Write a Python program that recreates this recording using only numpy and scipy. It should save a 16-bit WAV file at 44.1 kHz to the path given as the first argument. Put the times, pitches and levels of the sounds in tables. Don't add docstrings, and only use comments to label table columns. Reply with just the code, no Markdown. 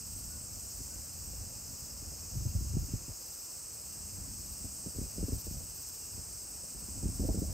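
import sys
import numpy as np
from scipy import signal
from scipy.fft import rfft, irfft, next_fast_len
from scipy.io import wavfile

SR = 44100
rng = np.random.default_rng(int(sys.argv[2]) if len(sys.argv) > 2 else 0)


def generate_wav(sig):
    pcm = np.round(np.clip(np.atleast_2d(sig).T, -1, 1) * 32767).astype(np.int16)
    wavfile.write(sys.argv[1], SR, pcm)


N = 332052
SIZE = next_fast_len(N)
HZ = np.maximum(np.fft.rfftfreq(SIZE, 1 / SR), 1)

# (time [s], push [dB], tick over push [dB], wake rumble [dB])
WIND_PUFFS = [(.16, -39, -6.5, -51), (0.802, -43, 6.5, -52), (1.088, -52, -2, -46), (2.023, -50, 9.5, -71),
              (2.066, -41, -12.5, -54), (2.352, -30.5, -24, -33.5), (2.403, -43, -28, -36),
              (2.449, -40, -19, -28), (2.544, -44, -34, -26.5), (2.607, -30, -33, -37),
              (2.642, -45, -21, -33), (2.735, -29, -23, -29.5), (2.766, -17.5, -32, -26),
              (2.818, -40, -20, -30.5), (2.88, -47, -15, -32), (2.934, -21.5, -19, -32),
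              (3.014, -40.5, -15, -53), (3.079, -33.5, -6, -41), (4.18, -37, -10, -41.5),
              (4.39, -41, -8, -42.5), (4.641, -32, -13, -35.5), (4.859, -28.5, -1, -37.5),
              (4.947, -36, -1.5, -41.5), (4.983, -22.5, -3, -44), (5.012, -24.5, -12, -35),
              (5.04, -49, -5, -45), (5.18, -26, 1, -33.5), (5.226, -22, 0, -37), (5.281, -25.5, 2, -36),
              (5.32, -21, -4, -32), (5.353, -39, 0, -45), (5.466, -28.5, 0, -37.5),
              (5.509, -28, -22, -39.5), (5.54, -40, -6, -35), (5.611, -45, -16, -43),
              (6.135, -49, -16, -49), (6.176, -34, -6, -44), (6.745, -37, -4.5, -47.5),
              (6.819, -45, -10, -42.5), (6.883, -33, -6, -52), (6.941, -41, -13, -58),
              (7.026, -24.5, -6, -29), (7.054, -19, -12, -41), (7.085, -28, -12, -37),
              (7.194, -19.5, -24, -54), (7.2, -20, -7, -26.5), (7.235, -27, 3.5, -36), (7.285, -30, 9, -26),
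              (7.343, -25.5, 3, -32), (7.372, -23.5, -2.5, -34), (7.417, -16, -6.5, -42)]


def amp(db):
    return 10 ** (np.asarray(db) / 20)


def rms_one(x):
    return x / np.sqrt(np.mean(x ** 2) + 1e-20)


def in_time(rows):
    s, *columns = np.transpose(rows)
    return [np.interp(np.arange(N) / SR, s, c) for c in columns]


def at_hz(points):
    hz, value = np.transpose(points)
    return np.interp(np.log(HZ), np.log(hz), value)


def shaped(x, response):
    return irfft(rfft(x, SIZE) * response, SIZE)[..., :N]


def peak(hz, width_hz):
    return 1 / (1 + 1j * (HZ - hz ** 2 / HZ) / width_hz)


def band(low_hz, high_hz, order):
    sos = signal.butter(order, [low_hz, high_hz], "band", fs=SR, output="sos")
    return signal.sosfreqz(sos, HZ, fs=SR)[1]


def drift(rate_hz):
    return rms_one(shaped(rng.standard_normal(N), 1 / (1 + (HZ / rate_hz) ** 2)))


def far_chorus(level_db=-46.5, treble_hz=10500):
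    # (frequency [Hz], relative density [dB])
    spectrum = [(3000, -22.5), (3600, -28), (4200, -16.5), (4800, -8), (5050, -3.5), (6000, -2.5),
                (7000, -3), (7600, -1), (8200, -4.5), (8800, -7.5), (9400, -7.5), (10000, -16),
                (10500, -19.5), (10900, -18.5), (11500, -13), (12200, -10.5), (13200, -10), (14500, -10),
                (15200, -13), (15900, -12.5)]
    # (time [s], gain above treble_hz [dB])
    treble_ebb = [(0, 0.5), (3.5, 0), (4.1, 0), (5.4, 0.5), (6.3, 0), (7.53, -1.5)]
    hiss = rms_one(shaped(rng.standard_normal(N), amp(at_hz([(2000, -50)] + spectrum))))
    treble_change = shaped(hiss, HZ > treble_hz) * (amp(in_time(treble_ebb)[0]) - 1)
    return amp(level_db + .45 * drift(6.3)) * (hiss + treble_change)


def tymbal_envelope(clicks_per_s, decay):
    cycle = np.cumsum(clicks_per_s * (1 + .012 * drift(.94))) / SR % 1
    return np.exp(-decay * cycle)


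def cicada(song, width_hz, clicks_per_s, decay):
    hz, level_db = in_time(song)
    bursts = rng.standard_normal((2, N)) * tymbal_envelope(clicks_per_s, decay)
    ring = shaped(bursts, 1 / (1 + (2 * HZ / width_hz) ** 3))
    carrier = np.exp(2j * np.pi * np.cumsum(hz) / SR)
    return amp(level_db) * rms_one(((ring[0] + 1j * ring[1]) * carrier).real)


def near_cicadas(steady_hz=8323):
    # (time [s], level [dB])
    steady_levels = [(0, -48.5), (1.3, -50.5), (2.4, -52.5), (3.1, -52.5), (3.45, -49), (4.2, -49),
                     (4.8, -47), (5.5, -49), (7.1, -47), (7.53, -49)]
    # (time [s], pitch [Hz], level [dB])
    wandering_song = [(0, 7800, -56.5), (.35, 7700, -56.5), (.6, 7050, -58), (.9, 7100, -55.5),
                      (1.2, 7200, -62), (1.6, 7300, -58.5), (1.9, 6900, -65), (2.1, 6550, -59),
                      (2.55, 6500, -56.5), (3.2, 6600, -62), (3.35, 6700, -80)]
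    # (time [s], pitch [Hz], level [dB])
    thin_song = [(0, 5130, -70), (1.5, 5090, -64), (2.2, 5100, -61), (3.6, 5050, -65.5), (7.53, 5090, -64)]
    steady_song = [(s, steady_hz, db) for s, db in steady_levels]
    return (cicada(steady_song, width_hz=1300, clicks_per_s=399, decay=1.3)
            + cicada(wandering_song, width_hz=240, clicks_per_s=510, decay=.6)
            + cicada(thin_song, width_hz=51, clicks_per_s=391, decay=.29))


def syllables(period_s=.061, swell_db=9.5, uneven_s=.003, uneven_db=1):
    # (first syllable [s], syllables [count], peak level [dB])
    phrases = [(-.08, 9, -52.5), (.505, 7, -53), (.985, 8, -52.5), (1.59, 8, -55), (2.23, 9, -52.5),
               (2.778, 3, -54), (3.066, 10, -52), (3.66, 7, -55), (4.26, 8, -53), (4.83, 7, -53.5),
               (5.254, 6, -46), (5.616, 7, -48), (6.045, 2, -56), (6.288, 6, -55), (6.652, 5, -54),
               (7.008, 10, -50.5)]
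    rows = [(s + k * period_s, peak_db - swell_db * ((2 * k + 1) / count - 1) ** 2)
            for s, count, peak_db in phrases for k in range(count)]
    return (rows + rng.standard_normal((len(rows), 2)) * [uneven_s, uneven_db]).T


def throbbing_cicada(syllable_s=.044):
    # (frequency [Hz], width [Hz], relative gain [dB])
    resonances = [(5390, 1570, -3.5), (13900, 2900, -2), (15340, 1600, -11), (15600, 2900, -22)]
    s, level_db = syllables()
    heard = (s >= 0) & (s < N / SR)
    starts = np.zeros(N)
    starts[(s[heard] * SR).astype(int)] = amp(level_db[heard])
    progress = np.arange(int(syllable_s * SR)) / (syllable_s * SR)
    envelope = signal.fftconvolve(starts, np.sin(np.pi * progress ** 1.4) ** .4)[:N]
    clicks = rng.standard_normal(N) * tymbal_envelope(clicks_per_s=391, decay=.57)
    body = sum(amp(db) * peak(hz, width_hz) ** 2 for hz, width_hz, db in resonances)
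    return envelope * rms_one(shaped(clicks, body))


def wind(lag_hz=131):
    # (time [s], rumble [dB], thumps over rumble [dB], flutter over rumble [dB])
    gusts = [(0, -48, -12.5, -18), (2.33, -49.5, -14.5, -14), (2.37, -40, -57, -34), (2.9, -44.5, -29, -33),
             (3.15, -55.5, -12, -7.5), (3.7, -63, -16, -13), (4.2, -46.5, -15.5, -22),
             (4.45, -51, -12.5, -26), (4.56, -52.5, -9, -14), (5.12, -53.5, -15, -14),
             (5.2, -41, -5.5, -14), (5.6, -46.5, -31, -20), (5.75, -57, -18.5, -21.5),
             (6.6, -55.5, -5, -10), (6.95, -46, -8.5, -16), (7.16, -44.5, -12, -25),
             (7.21, -38.5, -6.5, -13.5), (7.53, -35.5, -13.5, -15)]
    rumble_db, thump_db, flutter_db = in_time(gusts)
    lumps_db, swell_db = 2.42 * drift(40), 2 * drift(2.5)
    noise = rng.standard_normal(N)
    level = np.hypot(amp(rumble_db + swell_db), wakes())
    rumble = rms_one(shaped(noise, band(42.2, 106.3, order=2))) * amp(.51 * lumps_db)
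    thumps = rms_one(shaped(noise, band(79.4, 261.5, order=3))) * amp(thump_db + lumps_db)
    flutter = rms_one(shaped(noise, band(262, 677, order=2))) * amp(flutter_db + 1.57 * lumps_db)
    buffets = level * (rumble + thumps + flutter) + puffs()
    swept = shaped(buffets, ((lag_hz - 1j * HZ) / (lag_hz + 1j * HZ)) ** 2)
    return signal.sosfilt(signal.butter(4, 720, fs=SR, output="sos"), swept)


def far_machinery(level_db=-58.5):
    # (frequency [Hz], relative density [dB])
    spectrum = [(88, -3), (150, 3.5), (197, -26.5), (243, -4.5), (1210, -9.5), (1780, -16.5), (2370, -17),
                (2690, -17), (3440, -37.5), (3790, -34), (4000, -28), (5200, -26), (8800, -120)]
    level = amp(level_db + .5 * drift(1.4))
    return level * rms_one(shaped(rng.standard_normal(N), amp(at_hz(spectrum))))


def crickets_and_tones():
    # (frequency [Hz], width [Hz], level before the swell [dB])
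    crickets = [(2528, 60, -79), (2630, 200, -77), (2735, 70, -79), (2930, 250, -80)]
    # (frequency [Hz], width [Hz], level before the swell [dB])
    tones = [(1389.3, 4, -83), (2778.5, 3, -81)]
    # (time [s], gain [dB])
    swell = [(0, 1.5), (1, 0), (2, 1.5), (3, 2), (4, 1.5), (5, 0), (5.7, 4), (6.3, 0.5), (7, 2), (7.53, -6)]
    noise = rng.standard_normal(N)
    bands = sum(amp(db) * rms_one(shaped(noise, peak(hz, width_hz) ** 2))
                for hz, width_hz, db in crickets + tones)
    return bands * amp(in_time(swell)[0])


def yard_hum():
    # (time [s], pitch [Hz], peak level [dB])
    course = [(0, 199, -65), (2.2, 200.6, -64), (3.1, 196, -72), (3.7, 199, -75), (3.95, 200.6, -60),
              (4.6, 196, -61), (5.6, 200, -77), (7.53, 203.8, -61)]
    hz, level_db = in_time(course)
    return amp(level_db + .6 * drift(2.8)) * np.sin(2 * np.pi * np.cumsum(hz) / SR)


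def puffs(push_s=.0039, tick_s=.0027, shiver_s=.00583):
    s, push_db, tick_db, _ = np.transpose(WIND_PUFFS)
    at = (s * SR).astype(int)
    polarity, lateness = rng.random((len(s), 2)).T
    pushes, ticks = np.zeros((2, N))
    pushes[at] = amp(push_db) * np.sign(polarity - .5)
    ticks[at] = -pushes[at] * amp(tick_db)
    shiver_at = at + (shiver_s * SR * (1 + lateness)).astype(int)
    ticks[shiver_at] = ticks[at] * amp(-3)
    pressure = signal.fftconvolve(pushes, np.hanning(int(push_s * SR)))[:N]
    pressure += signal.fftconvolve(ticks, np.hanning(int(tick_s * SR)))[:N]
    return shaped(pressure, peak(hz=137, width_hz=660))


def wakes(rise_s=.014, fall_s=.013):
    s, *_, wake_db = np.transpose(WIND_PUFFS)
    starts, t = np.zeros(N), np.arange(SR // 5) / SR
    starts[(s * SR).astype(int)] = amp(wake_db)
    shape = (1 - np.exp(-t / rise_s)) * np.exp(-t / fall_s)
    return signal.fftconvolve(starts, shape / shape.max())[:N]


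def far_notes():
    # (start [s], length [s], pitch [Hz], peak level [dB])
    notes = [(0.292, 0.086, 1464, -63.5), (0.901, 0.066, 1510, -64)]
    out, t = np.zeros(N), np.arange(N) / SR
    for s, length_s, hz, db in notes:
        arch = np.sin(np.pi * np.clip((t - s) / length_s, 0, 1)) ** .5
        out += amp(db) * arch * np.sin(2 * np.pi * hz * t)
    return out


def stereo_spread(x, spread_s=.02):
    # (frequency [Hz], likeness [0-1])
    likeness = [(30, .95), (450, .93), (750, .35), (1250, .45), (1550, .8), (1900, 1), (4000, 1),
                (4700, .92), (6000, .93), (6330, 1), (7450, 1), (7700, .95), (9200, .92), (9480, 1),
                (10950, 1), (11100, .75), (12700, .85), (13100, 1), (13800, 1), (14400, .85), (15800, .82)]
    alike = at_hz(likeness)
    smear = rfft(rng.standard_normal(int(spread_s * SR)), SIZE)
    drifting = (signal.hilbert(x, SIZE)[:N] * np.exp(3j * drift(2))).real
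    side = shaped(drifting, np.sqrt((1 - alike) / 2) * smear / np.abs(smear))
    mid = shaped(x, np.sqrt((1 + alike) / 2))
    return mid + side * [[1], [-1]]


def scene():
    cicadas = near_cicadas() + far_chorus() + throbbing_cicada()
    buffets = wind()
    yard = far_machinery() + crickets_and_tones() + yard_hum() + far_notes()
    return stereo_spread(cicadas + buffets + yard)


def record(dry, low_cut_hz=36, high_cut_hz=15750):
    # (frequency [Hz], lead of the right channel [rad])
    phase_lead = [(30, .3), (130, .62), (300, .42), (700, .7), (800, -.55), (1050, -.9), (1450, .25),
                  (1800, 0), (4150, 0), (4950, -.48), (5750, .7), (6280, .4), (6330, 0), (7500, 0),
                  (7620, .65), (8400, 1.0), (9400, 2.8), (9500, np.pi), (10950, np.pi), (11050, 4.1),
                  (13000, 5.95), (13150, 2 * np.pi), (13800, 2 * np.pi), (15800, 8.6)]
    half_turn = np.exp(.5j * at_hz(phase_lead))
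    stereo = shaped(dry, np.array([half_turn.conj(), half_turn]))
    stereo = signal.sosfilt(signal.butter(4, low_cut_hz, "high", fs=SR, output="sos"), stereo)
    return signal.sosfilt(signal.ellip(14, .5, 60, high_cut_hz, fs=SR, output="sos"), stereo)


dry = scene()
out = record(dry)
generate_wav(out)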